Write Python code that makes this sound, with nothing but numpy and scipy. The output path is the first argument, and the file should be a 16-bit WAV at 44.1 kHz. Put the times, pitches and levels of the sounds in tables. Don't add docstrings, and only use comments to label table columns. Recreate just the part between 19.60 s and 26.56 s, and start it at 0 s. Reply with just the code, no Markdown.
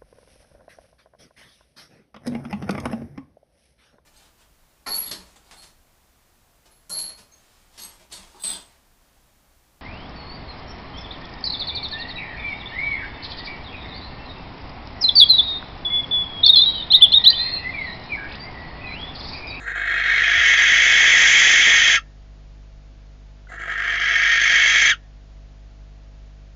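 import sys
import numpy as np
from scipy import signal
from scipy.fft import rfft, irfft, next_fast_len
from scipy.io import wavfile
from scipy.ndimage import uniform_filter1d, map_coordinates

SR = 44100
rng = np.random.default_rng(int(sys.argv[2]) if len(sys.argv) > 2 else 0)


def output_pcm(signal):
    pcm = np.clip(np.atleast_2d(signal).T, -1, 1) * 32767
    wavfile.write(sys.argv[1], SR, np.round(pcm).astype(np.int16))


N = 306881
TIME = np.arange(N) / SR

# start/s, end/s, release/s, cry level/dB, rush level/dB, swell time/s,
# lateness factor of the hiss, first throat tuning/Hz, extra rattle at the start/dB
SCREECHES = [(-.03, 2.355, .052, -13.5, -34.5, .64, 1.06, 1755, 0.9),
             (3.865, 5.3, 0.045, -13, -36.5, 0.83, 0.62, 1700, 2)]
# t/s, half width/s, pressure/dB
PUSHES = [(.085, 0.018, 3.5), (0.179, 0.032, 0.5), (.88, 0.046, 0.63), (1.78, 0.21, 0.87), (3.925, .015, 4),
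          (4.015, 0.018, 1.2), (4.118, .015, 1.8), (4.47, 0.035, 0.3)]
# t/s, depth/dB
DIPS = [(.057, 9), (.138, 15.5), (.243, 7), (.425, 8.5), (.96, 7), (3.979, 16), (4.165, 9), (4.375, 6.5),
        (4.789, 8.5)]
# level/dB, extra growth/(dB per dB of pressure), tired sag/(dB/s)
VOICE_BANDS = [(-0.53, 0.1267, 5), (-4, 1.04, 0.5), (-13.5, 3, 3), (-15, 7.5, 5)]
DIP_SHARES = (.25, .4, .7, .9)
# f/Hz, level/dB
THROAT_RESPONSE = [(700, -53), (1050, -37), (1300, -18), (1500, -10), (1700, 0), (2150, -2), (2500, -9.5),
                   (2800, -14.5), (3300, -7.5), (3800, -19), (4400, -22.5), (5600, -16.5), (7100, -18.5),
                   (9000, -29.5)]
# f/Hz, level/dB
RUSH_SPECTRUM = [(150, -24), (270, -19), (340, 3), (405, -9.5), (465, 1.5), (575, -14.5), (675, 7.5),
                 (780, -2.5), (880, -12.5), (1100, -5), (1500, -22.5), (3900, -15.5), (5300, -35.5),
                 (7800, -6)]
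# t/s, length/s, first f/Hz, last f/Hz, level/dB
SQUEAKS = [(2.372, 0.026, 1424, 1175, -23.5), (3.884, .034, 2050, 1985, -47.5),
           (5.295, .058, 2002, 1162, -17)]
# multiple, level/dB
SQUEAK_HARMONICS = [(1, -4), (2, -6.5), (3, -27), (4, -27)]
# t/s, level/dB, f/Hz, t60/s
KNOCKS = [(.774, -18.5, 73.8, 0.1), (3.871, -37, 1470, 0.029)]
# f/Hz, width/Hz, level/dB with the head raised at first, then settled, then
BOX_RESONANCES = [(1244, 170, -4, -3, -6), (1275, 75, 7, 7, 11), (1545, 125, -7.5, -9, -15.5),
                  (1646, 114, 12.5, 6.5, 15.5), (1661.3, 55, -9, -5, -14.5),
                  (1781, 63, -11.5, -13.5, -18.5), (1869, 199, 5.5, 9.5, 14), (1886.5, 55, 3, -10.5, -19),
                  (1984, 97, -11, -6.5, -10), (2113, 36, -5, -9, -11.5), (2285, 96, -5, -11, -4.5),
                  (2321, 376, 8, 12.5, 9), (2395, 105, -19.5, -17.5, -12.5), (2558, 101, 13, -1, -7),
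                  (2626, 91, -17, -6, -2), (2858, 89, -19, -10, -10), (3030, 110, -15, -9.5, -18),
                  (3109, 354, 1.5, 11, 13), (3162, 45.6, -6.5, -19, -17.5), (3335, 49, 8.5, -9, -9.5),
                  (3408, 110, -4, 9, 7.5), (3534, 94, -1.5, -20.5, -13.5), (3396, 48, -9.5, -4, -10),
                  (3720, 57, 12, 0.5, -2), (4150, 63, 10, -1.5, -16.5), (4250, 270, 7.5, -5.5, 4),
                  (4577, 250, -6.5, 3.5, 4), (6262, 220, 2.5, 7.5, 11), (6365, 360, 2.5, 3, 0)]
# delay/s, gain
WALL_ECHOES = [(.00287, 0.19), (.00478, .25), (.0081, .25), (0.0157, .12)]
# f/Hz, t60/s, level/dB
BOX_RING = (1780, .65, -56)
# f/Hz, level/dB
HUM_LINES = [(48.4, -42.5), (102.3, -56.5), (150.7, -57), (199.2, -66), (247.6, -65.5), (301.5, -72.5),
             (452.2, -73), (549.1, -72), (651.4, -68), (699.8, -76.5), (748.3, -74.5), (850.6, -76)]
# f/Hz, level/dB
FLOOR_SPECTRUM = [(15, -37), (25, -3), (59, -6.5), (97, -21), (158, -15), (197, -35), (259, -22),
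                  (374, -25), (642, -29.5), (906, -30.5), (4590, -36.5), (6810, -42), (8920, -70.5),
                  (11600, -102), (19600, -120)]
# f/Hz, level/dB
MIC_RESPONSE = [(6000, -0.5), (7200, 0), (7550, -14), (7900, -26.5), (8800, -23), (9150, -45)]

OPEN_HZ, BEAK_FULL_HZ, BEAK_SHUT_HZ = 1950, 2001, 1450
TIRES_AFTER_S, BEAK_SAG_HZ_PER_S = 1.75, 110
ONSET_S, DIP_HALF_WIDTH_S = .035, .011
RATTLE_HZ, RATTLE_DB = 50, 1.18
HEAD_SETTLE_S, HEAD_TURN_S = (.35, .79), 3.2
MAINS_HZ, MIC_TOP_HZ = 50, 9200


def screeches(rush_growth):
    current = np.searchsorted([row[0] for row in SCREECHES[1:]], TIME)
    settings = np.array(SCREECHES)[current].T
    start, end, release, level_db, rush_db, swell, lateness, first_hz, extra_rattle_db = settings
    age = np.maximum(TIME - start, 1e-4)
    tired_s = np.maximum(age - TIRES_AFTER_S, 0)
    pressure = 1 - np.exp(-age / swell)
    pressure_db = 20 * np.log10(pressure) + sum(db * bump(s, half_width) for s, half_width, db in PUSHES)
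    dip_db = sum(db * bump(s, DIP_HALF_WIDTH_S) for s, db in DIPS)
    shut = np.clip((TIME - end) / release, 0, 1)
    gate = np.clip(2 * age / ONSET_S - 1, 0, 1) * (1 - shut) ** 2
    open_hz = first_hz + (BEAK_FULL_HZ - first_hz) * pressure - BEAK_SAG_HZ_PER_S * tired_s
    beak_hz = (1 - shut) * open_hz + shut * BEAK_SHUT_HZ
    rattle_db = RATTLE_DB + extra_rattle_db * (1 - pressure)
    chop = rattle(rattle_db, scatter=.45, snap=.35, flutter=.3, rasp=.8, rasp_hz=453.4)
    flow = chop * rng.standard_normal(N)
    main, upper, hiss, top = throat(flow, beak_hz, splits_hz=(2312, 4400, 6750))
    bands = zip((main, upper, wall_echoes(hiss), top), VOICE_BANDS, (1, 1, lateness, lateness), DIP_SHARES)
    cry = np.zeros(N)
    for band, (db, growth, sag), late, share in bands:
        swell_db = (1 + late * growth) * pressure_db
        cry += unit(band) * amp(db + swell_db - sag * tired_s - share * dip_db)
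    rush = amp(rush_db + rush_growth * pressure_db - dip_db) * chop * noise(RUSH_SPECTRUM)
    return nest_box(gate * (amp(level_db) * cry + rush))


def rattle(depth_db, scatter, snap, flutter, rasp, rasp_hz):
    phase = 2 * np.pi * RATTLE_HZ * TIME + scatter * wobble(25)
    flaps = np.cos(phase) + snap * (np.cos(2 * phase) + np.cos(3 * phase))
    gain = amp(depth_db * (flaps + flutter * wobble(45) + rasp * wobble(rasp_hz)))
    return gain / np.sqrt(uniform_filter1d(gain ** 2, size=1764))


def throat(flow, beak_hz, splits_hz, size=256):
    frames = dict(fs=SR, nperseg=size, noverlap=size * 3 // 4)
    hz, t, spectrum = signal.stft(flow, **frames)
    tuned_hz = hz[:, None] * OPEN_HZ / np.interp(t, TIME, beak_hz)
    shaped = spectrum * amp(along(THROAT_RESPONSE, tuned_hz))
    main, below_hiss, below_top = (1 / (1 + (tuned_hz / edge) ** 20) for edge in splits_hz)
    shares = main, below_hiss - main, below_top - below_hiss, 1 - below_top
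    return [signal.istft(shaped * share, **frames)[1][:N] for share in shares]


def squeaks(jitter, brightening):
    tone = np.zeros(N)
    unsteady = np.exp(jitter * wobble(550))
    for start, length, first_hz, last_hz, db in SQUEAKS:
        progress = np.clip((TIME - start) / length, 0, 1)
        pitch_hz = (first_hz + (last_hz - first_hz) * progress) * unsteady
        phase = 2 * np.pi * np.cumsum(pitch_hz) / SR
        tilt_db = brightening * (db + 17.5)
        wave = sum(amp(level + tilt_db * (k - 1)) * np.sin(k * phase) for k, level in SQUEAK_HARMONICS)
        envelope = np.sin(np.pi * progress ** .65) ** 2
        tone += amp(db) * envelope * unit(wave)
    return tone


def knocks():
    out = np.zeros(N)
    for start, db, hz, t60 in KNOCKS:
        t = np.maximum(TIME - start, 0)
        attack = 1 - np.exp(-hz * t)
        out += attack * amp(db - 60 * t / t60) * np.sin(2 * np.pi * hz * t)
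    return out


def nest_box(voice):
    def response_db(hz, place):
        return sum(db[place] / (1 + (2 * (hz - centre) / width) ** 2)
                   for centre, width, *db in BOX_RESONANCES)

    settled = np.interp(TIME, HEAD_SETTLE_S, (0, 1))
    turned = TIME > HEAD_TURN_S
    shares = 1 - settled, settled * ~turned, turned
    return sum(coloured(voice * share, lambda hz: response_db(hz, place))
               for place, share in enumerate(shares))


def wall_echoes(hiss):
    return hiss + sum(gain * np.interp(TIME - delay, TIME, hiss, left=0) for delay, gain in WALL_ECHOES)


def box_reverb(voice, t60, wet_db, blur_rad):
    t = TIME[:SR // 2]
    tail = rng.standard_normal(len(t)) * amp(-60 * t / t60) * (t > .004)
    ring_hz, ring_t60, ring_db = BOX_RING
    ring_phase = 2 * np.pi * ring_hz * t + blur_rad * wobble(200)[:len(t)]
    ring = np.sin(ring_phase) * amp(-60 * t / ring_t60)
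    response = amp(wet_db) * tail / np.linalg.norm(tail) + amp(ring_db) * ring / np.linalg.norm(ring)
    return voice + signal.fftconvolve(voice, response)[:N]


def mains_hum(gain_db, waver_db):
    level = np.sqrt(2) * amp(gain_db + waver_db * wobble(4))
    lines = np.zeros(N)
    for hz, db in HUM_LINES:
        harmonic_hz = round(hz / MAINS_HZ) * MAINS_HZ
        lines += amp(db) * np.sin(2 * np.pi * (harmonic_hz * TIME + rng.random()))
    return level * lines


def noise(spectrum):
    return unit(coloured(rng.standard_normal(N), lambda hz: along(spectrum, hz)))


def coloured(x, gain_db):
    size = 2 * next_fast_len(N // 2 + SR // 4)
    gain = amp(gain_db(np.fft.rfftfreq(size, 1 / SR)))
    cepstrum = irfft(np.log(gain), size)
    cepstrum[1:size // 2] *= 2
    cepstrum[size // 2 + 1:] = 0
    return irfft(rfft(x, size) * np.exp(rfft(cepstrum)), size)[:N]


def along(points, hz):
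    points_hz, points_db = np.transpose(points)
    return np.interp(np.log(hz + 1), np.log(points_hz + 1), points_db)


def wobble(rate):
    knots = rng.standard_normal(int(N * rate / SR) + 4)
    return unit(map_coordinates(knots, [TIME * rate]))


def bump(centre_s, half_width):
    return np.exp(-((TIME - centre_s) / half_width) ** 2)


def amp(db):
    return 10 ** (np.asarray(db) / 20)


def unit(x):
    return x / np.sqrt(np.mean(x ** 2) + 1e-20)


def scene():
    voice = screeches(rush_growth=.15) + squeaks(jitter=.018, brightening=.68)
    background = mains_hum(gain_db=.5, waver_db=.35) + amp(-52) * noise(FLOOR_SPECTRUM)
    return (box_reverb(voice, t60=.1, wet_db=-13, blur_rad=2) + knocks() + background)[None]


def record(dry, threshold_db=-9, ceiling=.47, hardness=8):
    power = np.abs(uniform_filter1d(uniform_filter1d(dry[0] ** 2, size=400), size=400))
    held = dry[0] / (1 + (power / amp(threshold_db) ** 2) ** 3) ** (1 / 6)
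    clipped = held / (1 + np.abs(held / ceiling) ** hardness) ** (1 / hardness)
    dull = coloured(clipped, lambda hz: along(MIC_RESPONSE, hz))
    size = next_fast_len(N + SR // 2)
    passband = np.fft.rfftfreq(size, 1 / SR) < MIC_TOP_HZ
    return irfft(rfft(dull, size) * passband, size)[None, :N]


dry = scene()
out = record(dry)
output_pcm(out)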